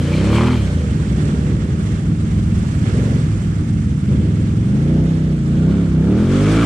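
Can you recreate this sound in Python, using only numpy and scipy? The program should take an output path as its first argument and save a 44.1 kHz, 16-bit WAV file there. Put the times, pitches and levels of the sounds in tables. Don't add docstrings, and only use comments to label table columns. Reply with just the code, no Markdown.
import sys
import numpy as np
from scipy import signal
from scipy.fft import rfft, irfft
from scipy.io import wavfile
from scipy.ndimage import uniform_filter1d

SR = 44100
rng = np.random.default_rng(int(sys.argv[2]) if len(sys.argv) > 2 else 0)


def file_out(sig):
    cols = np.atleast_2d(sig).T
    lim = np.clip(cols, -1, 1)
    pcm = np.round(lim * 32767).astype(np.int16)
    wavfile.write(sys.argv[1], SR, pcm)


def linear_from_db(decibels):
    return 10 ** (np.asarray(decibels, float) / 20)


N = 293265

# frequency in Hz, level in dB per Hz.
EXHAUST_SPECTRUM = [(15, -80), (25, -37.5), (56, 4), (107, 2), (195, 0.5), (237, -14.5), (301, -7.5),
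                    (340, -18.5), (472, -18.5), (619, -45.5), (900, -39), (1170, -59), (1980, -120)]
# time in seconds, roughness from 0 to 1.
ROUGHNESS = [(0, .05), (.55, .05), (.7, .1), (1.0, .11), (2.55, .11), (2.8, .13), (2.92, .07), (3.15, .07),
             (3.3, .14), (3.6, .15), (3.8, .11), (4.15, .1), (4.3, .11), (4.8, .07), (5.35, .06),
             (5.5, .09), (6.0, .08), (6.3, .06), (6.65, .05)]


def rms_one(x):
    return x / np.sqrt(np.mean(x ** 2) + 1e-20)


def evened(x):
    return x / np.sqrt(uniform_filter1d(x ** 2, size=9000) + 1e-20)


def in_time(rows):
    s, *columns = np.transpose(rows)
    return [np.interp(np.arange(N) / SR, s, c) for c in columns]


def curve(rows):
    return in_time(rows)[0]


def at_hz(points, hz):
    known_hz, value = np.array(points).T
    return np.interp(np.log(hz), np.log(known_hz), value)


def drift(rate):
    r = np.exp(-80 * np.pi * rate / SR)
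    slow = signal.lfilter([1], [1, -2 * r, r * r], rng.standard_normal(N // 40 + 2002))[2000:]
    return np.interp(np.arange(N) / 40, np.arange(len(slow)), rms_one(slow))


def butter(x, hz, kind, order=2):
    return signal.sosfilt(signal.butter(order, hz, kind, fs=SR, output="sos"), x)


def resonance(x, hz, width):
    r = np.exp(-np.pi * width / SR)
    feedback = [1, -2 * r * np.cos(2 * np.pi * hz / SR), r * r]
    return signal.lfilter(np.array([1, 0, -1]) * (1 - r * r) / 2, feedback, x + 1e-18)


def causal_colour(x, spectrum):
    size = 2 ** 15
    hz = np.maximum(np.arange(size // 2 + 1) * SR / size, 1)
    cepstrum = irfft(np.log(linear_from_db(at_hz(spectrum, hz))))
    cepstrum[1:size // 2] *= 2
    cepstrum[size // 2 + 1:] = 0
    return signal.fftconvolve(x, irfft(np.exp(rfft(cepstrum)))[:size // 2])[:N]


def band_rms(x, low_hz, high_hz):
    return np.std(butter(np.mean(x, axis=0), [low_hz, high_hz], "band", order=4))


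def mist(level_db):
    mid, side = butter(rng.standard_normal((2, N)), [9800, 14300], "band", order=4)
    return linear_from_db(level_db + 1.5 * drift(20)) * rms_one(mid + .65 * side * [[1], [-1]])


def hiss(puffs, mud_db, spray_db, patchy_db, gate):
    # frequency in Hz, level in dB per Hz.
    hiss_spectrum = [(350, -29), (600, -2.5), (719, -2), (872, -9), (948, -4.5), (1100, -12), (1220, -4.5),
                     (1500, -5), (1910, -7.5), (2260, -6.5), (2490, -11.5), (2840, -7.5), (3700, -15),
                     (6210, -12.5), (8500, -12), (10700, -26.5), (13900, -57), (22000, -120)]
    # frequency in Hz, left-right likeness up to 1.
    likeness = [(60, 0.98), (130, 0.99), (260, 0.99), (540, 0.37), (1130, 0.42), (2360, 0.4), (4910, 0.18),
                (7500, 0.3), (10200, 0.24)]
    # frequency in Hz, left minus right in dB.
    left_lean = [(60, -1.0), (140, -0.5), (330, 0.5), (780, -1), (1840, -1.2), (4340, 2.7), (10200, -0.5)]
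    mud, spray, together = 0, 0, drift(18)
    edges = 560 * 2 ** np.arange(0, 4.5, 1 / 3)
    white = rng.standard_normal((2, 2, N))
    for k, (low, high) in enumerate(zip(edges, edges[1:])):
        mid, side = butter(white[k % 2], [low, high], "band")
        hz = np.sqrt(low * high)
        alike = np.clip(at_hz(likeness, hz), -.95, .95)
        lean = linear_from_db(at_hz(left_lean, hz) * 0.43 * np.array([[1], [-1]]))
        gain = linear_from_db(at_hz(hiss_spectrum, hz) + patchy_db * (0.83 * together + drift(39)))
        band = gain * lean * (np.sqrt(1 + alike) * mid + np.sqrt(1 - alike) * side * [[1], [-1]])
        upper = np.clip(np.log2(hz / 3500), 0, 1)
        mud = mud + (1 - upper) * band
        spray = spray + upper * band
    mud, spray = butter(np.array([mud, spray]), 10800, "low", order=12)
    swell = 1 + gate * puffs
    both = linear_from_db(mud_db) * mud / band_rms(mud, 814, 6800)
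    both = both + linear_from_db(spray_db) * spray / band_rms(spray, 5000, 11000)
    return both * swell / np.sqrt(np.mean(swell ** 2))


def from_the_right(pair):
    # time in seconds, share from 0 to 1.
    aside_rows = [(0, 0), (.55, 0), (.85, 1), (4.5, 1), (5.9, .6), (6.2, 0), (6.65, 0)]
    lag_s, lean_db = .00038, -6.5
    aside = curve(aside_rows)
    late = np.interp(np.arange(N) - np.round(aside * lag_s * SR), np.arange(N), pair[0])
    return np.array([late, pair[1]]) * linear_from_db(lean_db * aside * [[.5], [-.5]])


def ticks():
    # first tick in seconds, number of ticks, seconds between ticks, peak in dB.
    spells = [
        (1.2384, 1, .096, -30.5),
        (2.3785, 2, .09, -38),
        (2.5985, 1, .096, -41.5),
        (2.9514, 1, .096, -34),
        (3.481, 1, .096, -46.5),
        (3.6107, 13, .0955, -40),
        (5.238, 6, .0985, -44),
        (6.287, 1, .096, -45),
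    ]
    spread_db, length = 2.5, 90
    clicks = np.zeros(N)
    for first, count, gap, db in spells:
        for s in first + gap * np.arange(count):
            start = round(s * SR)
            peak = linear_from_db(db + 1.5 + spread_db * rng.normal())
            clicks[start:start + length] = peak * rng.standard_normal(length)
    return butter(clicks, [7800, 9400], "band", order=4) * linear_from_db([[-6], [2]])


def heat_shield():
    # frequency in Hz, width in Hz, level in dB.
    modes = [(2380, 230, 0), (3100, 200, 1), (4150, 450, -9)]
    # time in seconds, level in dB.
    shake = [(0, -40.5), (.1, -43.5), (.14, -32.5), (.22, -35.5), (.27, -38), (.34, -31.5), (.47, -34),
             (.62, -38), (.7, -48), (.78, -55)]
    out = 0
    for hz, width, db in modes:
        knocks = rng.standard_normal(SR) * linear_from_db(3 * drift(35)[:SR])
        out = out + linear_from_db(db) * resonance(knocks, hz, width)
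    return linear_from_db(curve(shake)) * np.pad(rms_one(out), (0, N - SR))


def rasp(pulses, shell_modes, blowdown_s, snap_db):
    decay = np.exp(-1 / (blowdown_s * SR))
    blowdown = signal.lfilter([1], [1, -decay], pulses) * rng.standard_normal(N)
    crack = rms_one(blowdown) + linear_from_db(snap_db) * rms_one(pulses)
    shell = 0
    for k, (hz, width, db) in enumerate(shell_modes):
        shell = shell + linear_from_db(db) * (-1) ** k * resonance(crack, hz, width)
    return evened(butter(shell, [650, 4800], "band"))


def misfires():
    # time in seconds, depth in dB.
    holes = [(1.065, -8), (1.166, -18), (1.221, -5), (1.373, -4.5), (1.976, -9), (2.656, -5), (2.715, -11),
             (2.903, -6), (3.207, -7), (3.546, -14), (3.657, -13), (3.756, -7), (4.009, -8), (4.814, -4),
             (4.85, -3), (5.303, -3)]
    t = np.arange(N) / SR
    return sum(db * np.exp(-((t - s) / .0053) ** 2) for s, db in holes)


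def speed(rows):
    flywheel_s = .035
    return uniform_filter1d(curve(rows), size=int(flywheel_s * SR))


def firings(cycle_hz, rough, second_db):
    turns, out = np.cumsum(cycle_hz) / SR, np.zeros(N + 2)
    for start, level_db in ((0, 0), (3 / 8, second_db)):
        at = np.interp(np.arange(1, turns[-1]) - 1 + start + 0.37, turns, np.arange(N))
        chance = rng.standard_normal((500, 2))[:len(at)]
        i = at.astype(int)
        at = np.clip(at + chance[:, 0] * rough[i] * .002 * SR, 0, N - 1)
        size = linear_from_db(level_db + 8 * rough[i] * chance[:, 1]) / np.sqrt(cycle_hz[i])
        np.add.at(out, at.astype(int), size)
    return out[:N]


def orders(cycle_hz, rough, boom_db, pipe, waves, trim, twin_share, head_start_s, second_db):
    cycle_hz, rough, boom_db = cycle_hz[::10], rough[::10], boom_db[::10]
    turns, out = np.cumsum(cycle_hz) * 10 / SR, 0
    second_db = second_db - 4.5 * np.clip((26 - cycle_hz) / 4, 0, 1)
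    for k, scatter in zip(range(1, 38), rng.normal(0, 1.2, 37)):
        hz = k * cycle_hz
        twin = abs(1 + linear_from_db(second_db) * np.exp(-2j * np.pi * k * (twin_share - head_start_s * cycle_hz)))
        opening_db = 1.5 * np.log2(cycle_hz / 30) * np.maximum(np.log2(hz / 64), 0)
        trim_db = trim[k - 1] if k <= len(trim) else 0
        level_db = at_hz(pipe, hz) + trim_db + opening_db + boom_db * (k < 4) - 40 * (hz > 920)
        for wave_hz, width, db in waves:
            level_db = level_db + db / (1 + (2 * (hz - wave_hz) / width) ** 2)
        flutter_db = (8 + .6 * k) * rough * drift(11)[::10]
        wobble = .35 * k * rough * drift(8)[::10]
        phase = 2 * np.pi * k * turns - .08 * k * k + .75 * scatter + wobble
        out = out + twin * linear_from_db(level_db + flutter_db) * np.sin(phase)
    return evened(signal.resample_poly(out, 10, 1)[:N])


def idling_bikes():
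    idle_hz = (10.4, 12.3)
    idle = sum(firings(hz * (1 + .02 * drift(.7)), np.full(N, .3), second_db=-3) for hz in idle_hz)
    for delay_s in (.0071, .0113, .0167):
        lag = int(delay_s * SR)
        idle = signal.lfilter(np.r_[-.6, np.zeros(lag - 1), 1], [1], idle)
    return rms_one(causal_colour(idle, EXHAUST_SPECTRUM))


def coming_bike(rough):
    # time in seconds, engine cycles per second.
    revs = [(.7, 18.8), (1.0, 19.2), (1.12, 19.45), (1.35, 18.8), (1.7, 19.9), (1.9, 20.4), (2.1, 20.1),
            (2.5, 21), (2.62, 20.5), (2.76, 19), (2.9, 17.6), (3.09, 19), (3.2, 19.5), (3.42, 20.1),
            (3.52, 20.4), (3.69, 19.5), (3.8, 19.3), (3.9, 19), (4.0, 18.2), (4.1, 17.1), (4.24, 20.3),
            (4.62, 22.1), (4.85, 29), (5.0, 31.3), (5.12, 32.3), (5.3, 30.8), (5.43, 27.8), (5.55, 29.2),
            (5.77, 35.4), (5.99, 31), (6.25, 43.8), (6.65, 59)]
    # frequency in Hz, level in dB.
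    pipe = [(30, -41), (50, -8), (90, 5), (160, 3), (210, -2.5), (300, -8.5), (400, -17.5), (650, -39)]
    # frequency in Hz, width in Hz, lift in dB.
    waves = [(180, 34.5, 6.2), (210.2, 20, 4.65), (289, 70, 2.6), (394, 130, 2.5), (540, 51, 9.2),
             (646, 85, 11.3)]
    trim = [11, 1.1, -3.5, 8.5, 0.9, -1.5, 2.5, -0.26, 1.4, -1.5, -0.2, 1.5, -2.5, -1, 6.5, -6, .1, 2.8, -2,
            4.5]
    # frequency in Hz, width in Hz, level in dB.
    shell = [(1050, 400, -4), (1420, 270, 0.5), (2300, 120, -5), (3140, 990, -13.5)]
    # time in seconds, level in dB.
    rasp_rows = [(5.45, -54), (5.75, -41.5), (5.95, -48), (6.15, -41), (6.35, -36.5), (6.5, -29.5),
                 (6.65, -24.5)]
    cycle_hz = speed(revs)
    tone = orders(cycle_hz, rough, np.zeros(N), pipe, waves, trim,
                  twin_share=.385, head_start_s=.0004, second_db=-1.5)
    pulses = firings(cycle_hz, rough, second_db=-0.5)
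    cracks = linear_from_db(curve(rasp_rows)) * rasp(pulses, shell, blowdown_s=.011, snap_db=-4)
    return tone, pulses, cracks


def leaving_bike(rough):
    # time in seconds, engine cycles per second.
    revs = [(0, 27), (.19, 31.9), (.41, 39.4), (.51, 42), (.555, 41), (.59, 35.5), (.66, 31.6), (.79, 27.2),
            (.95, 22), (1.22, 21.4), (1.5, 23.8), (1.66, 22.6), (1.9, 17.6), (2.25, 14.9), (2.55, 14.8),
            (2.84, 17.2), (2.96, 22.8), (3.15, 23.1), (3.6, 17.7), (3.85, 25), (4.0, 24.6), (4.08, 23.3),
            (4.2, 16), (4.4, 15)]
    # time in seconds, lift in dB.
    boom = [(0, -4), (.55, 0), (.59, 1), (.8, 2), (1.6, 1), (1.9, -6), (3.5, -8), (3.9, -5), (4.1, -19),
            (6.65, -11)]
    # frequency in Hz, level in dB.
    pipe = [(30, -35), (50, -4.5), (75, 9), (120, 2.5), (200, -1), (260, -11.5), (400, -20.5), (600, -27),
            (690, -42)]
    # frequency in Hz, width in Hz, lift in dB.
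    waves = [(250.4, 12.3, 9.5), (309, 42, 5.5), (357, 30, 6.5), (385, 11, 1.5), (472, 22.6, 12.5),
             (563, 38, 8)]
    trim = [5, -4.5, -1.8, 1, -1, .1, 3, -8, 3, -1.5, -0.7, -26.5, -1.2, -5.5, 1.5, 1, 1, 4.3, 3.5, 5]
    # frequency in Hz, width in Hz, level in dB.
    shell = [(810, 290, -3), (1150, 240, 0.5), (1450, 350, -4), (1760, 830, -9), (2220, 300, -7)]
    # time in seconds, level in dB.
    rasp_rows = [(0, -60), (.12, -41), (.28, -35), (.34, -29.5), (.385, -25), (.44, -25.5), (.5, -28.5),
                 (.555, -32.5), (.575, -45), (.62, -50), (.7, -80), (.9, -90)]
    cycle_hz = speed(revs)
    tone = orders(cycle_hz, rough, curve(boom), pipe, waves, trim,
                  twin_share=.405, head_start_s=.0012, second_db=-3)
    pulses = firings(cycle_hz, rough, second_db=-4.5)
    cracks = linear_from_db(curve(rasp_rows)) * rasp(pulses, shell, blowdown_s=.016, snap_db=3)
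    return tone, pulses, cracks


def exhaust(tone, beat_db, bark_db):
    # delay in seconds, left level in dB, right level in dB.
    echoes = [(.011, -14, -22), (.023, -24, -15), (.041, -18, -26)]
    split_hz = 340
    rush = rms_one(causal_colour(rng.standard_normal(N), EXHAUST_SPECTRUM))
    pipe = evened(tone) + linear_from_db(-16) * rush
    beat = butter(pipe, split_hz, "low", order=3)
    bark = butter(pipe + linear_from_db(-9) * rush, split_hz, "high", order=3)
    part = linear_from_db(beat_db) * evened(beat) + linear_from_db(bark_db) * evened(bark)
    both = part * linear_from_db([[-.3], [.3]])
    for delay_s, left_db, right_db in echoes:
        lag = int(delay_s * SR)
        both[:, lag:] -= linear_from_db([[left_db], [right_db]]) * part[:-lag]
    return both


def scene():
    # time in seconds, leaving bike in dB, coming bike in dB, idling bikes in dB.
    shares = [(0, 6, -22, -24), (.55, 10, -22, -14), (.7, 6, -8, -12), (.95, -2, -2, -10),
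              (1.15, -5, 0, -10), (1.45, -2, 0, -10), (1.8, -7, 0, -10), (2.1, -9, 0, -10),
              (2.55, -9, 0, -11), (2.75, -2, -3, -9), (2.92, 3, -4, -12), (3.12, 3, -4, -12),
              (3.25, -2, -2, -9), (3.45, -7, 0, -8), (3.75, -11, 0, -10), (3.92, -4, -1, -11),
              (4.1, -2, -1, -11), (4.22, -6, 0, -11), (4.35, -14, 0, -10), (4.8, -20, 0, -14),
              (5.9, -30, 0, -15), (6.2, -30, 0, -20), (6.65, -30, 0, -20)]
    # time in seconds, level in dB.
    load = [(0, -31.5), (.42, -21.5), (.55, -29), (.59, -35), (.75, -33.5), (.95, -34.5), (1.1, -32.5),
            (1.22, -29.5), (1.35, -33), (1.5, -30.5), (1.8, -35.5), (2.78, -39.5), (2.9, -30),
            (3.13, -30.5), (3.3, -40.5), (3.6, -40.5), (3.95, -50.5), (4.07, -44), (4.12, -29.5),
            (4.25, -32), (4.56, -37), (4.96, -24), (5.2, -31.5), (5.32, -30), (5.43, -39), (5.5, -31),
            (5.7, -23.5), (5.93, -31), (6.1, -20.5), (6.28, -22.5), (6.65, -18.5)]
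    # time in seconds, level in dB.
    churn = [(0.0, -48.5), (0.02, -46), (0.31, -44.5), (0.35, -40.5), (0.37, -44.5), (0.96, -50),
             (1.2, -48.5), (1.68, -52.5), (1.89, -49), (2.15, -53), (2.98, -47), (3.65, -52.5),
             (6.04, -53.5), (6.52, -41), (6.59, -43.5), (6.65, -37.5)]
    # time in seconds, level in dB.
    surge = [(0, -0.9), (.6, 0.2), (1.0, -1), (1.3, 0), (1.7, -1.5), (2.2, 0), (2.4, 2.5), (2.7, 0.9),
             (3.05, 0), (3.3, 1.5), (3.5, 0.6), (3.75, 3.5), (3.95, 2), (4.15, 2), (4.5, 1.1), (5.3, -1),
             (5.43, 0), (5.55, .5), (5.9, 0.5), (6.65, -2.5)]
    leaving_db, coming_db, idling_db = in_time(shares)
    rough, load_db, churn_db = curve(ROUGHNESS), curve(load), curve(churn)
    load_swing_db, churn_swing_db = load_db - load_db.mean(), churn_db - churn_db.mean()

    leaving_tone, leaving_pulses, leaving_cracks = leaving_bike(rough)
    coming_tone, coming_pulses, coming_cracks = coming_bike(rough)
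    tone = linear_from_db(leaving_db) * leaving_tone + linear_from_db(coming_db) * coming_tone
    tone += linear_from_db(np.minimum(idling_db, -8)) * idling_bikes()
    pulses = linear_from_db(leaving_db) * leaving_pulses + linear_from_db(coming_db) * coming_pulses
    puffs = evened(np.abs(butter(pulses, 90, "low")))

    beat_db = -15 + curve(surge) + misfires() + 4 * rough * drift(6) + 0.22 * load_swing_db
    pipes = exhaust(tone, beat_db, bark_db=load_db + 3.5)
    metal = (leaving_cracks + coming_cracks + heat_shield()) * linear_from_db([[.3], [-.3]])
    mud_db = -41 + 0.83 * churn_swing_db + 0.16 * load_swing_db
    wet = from_the_right(hiss(puffs, mud_db, spray_db=churn_db - 0.5, patchy_db=1.0, gate=0.017))
    return pipes + metal + ticks() + wet + mist(-67.5 + 1.3 * churn_swing_db)


def thinned_top(x):
    # frequency in Hz, share dropped from 0 to 1.
    dropped = [(10200, 0), (10800, .4), (11300, .6), (11900, .42), (13900, .45), (14500, .8), (15200, .9)]
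    hz, s, cells = signal.stft(x, SR, nperseg=1024)
    spell = np.exp(.2 * drift(4)[np.minimum((s * SR).astype(int), N - 1)])
    dice = rng.random((len(hz) // 4 + 1, len(s) // 3 + 1))
    dice = dice.repeat(4, axis=0).repeat(3, axis=1)[:len(hz), :len(s)]
    kept = dice > at_hz(dropped, hz + 1)[:, None] * spell
    return signal.istft(cells * kept, SR, nperseg=1024)[1][:, :N]


def band_limit(x):
    return signal.sosfilt(signal.butter(12, 15130, fs=SR, output="sos"), x)


def record(dry):
    limited = 1.194 * np.tanh(dry / 1.206)
    return band_limit(thinned_top(limited))


dry = scene()
out = record(dry)
file_out(out)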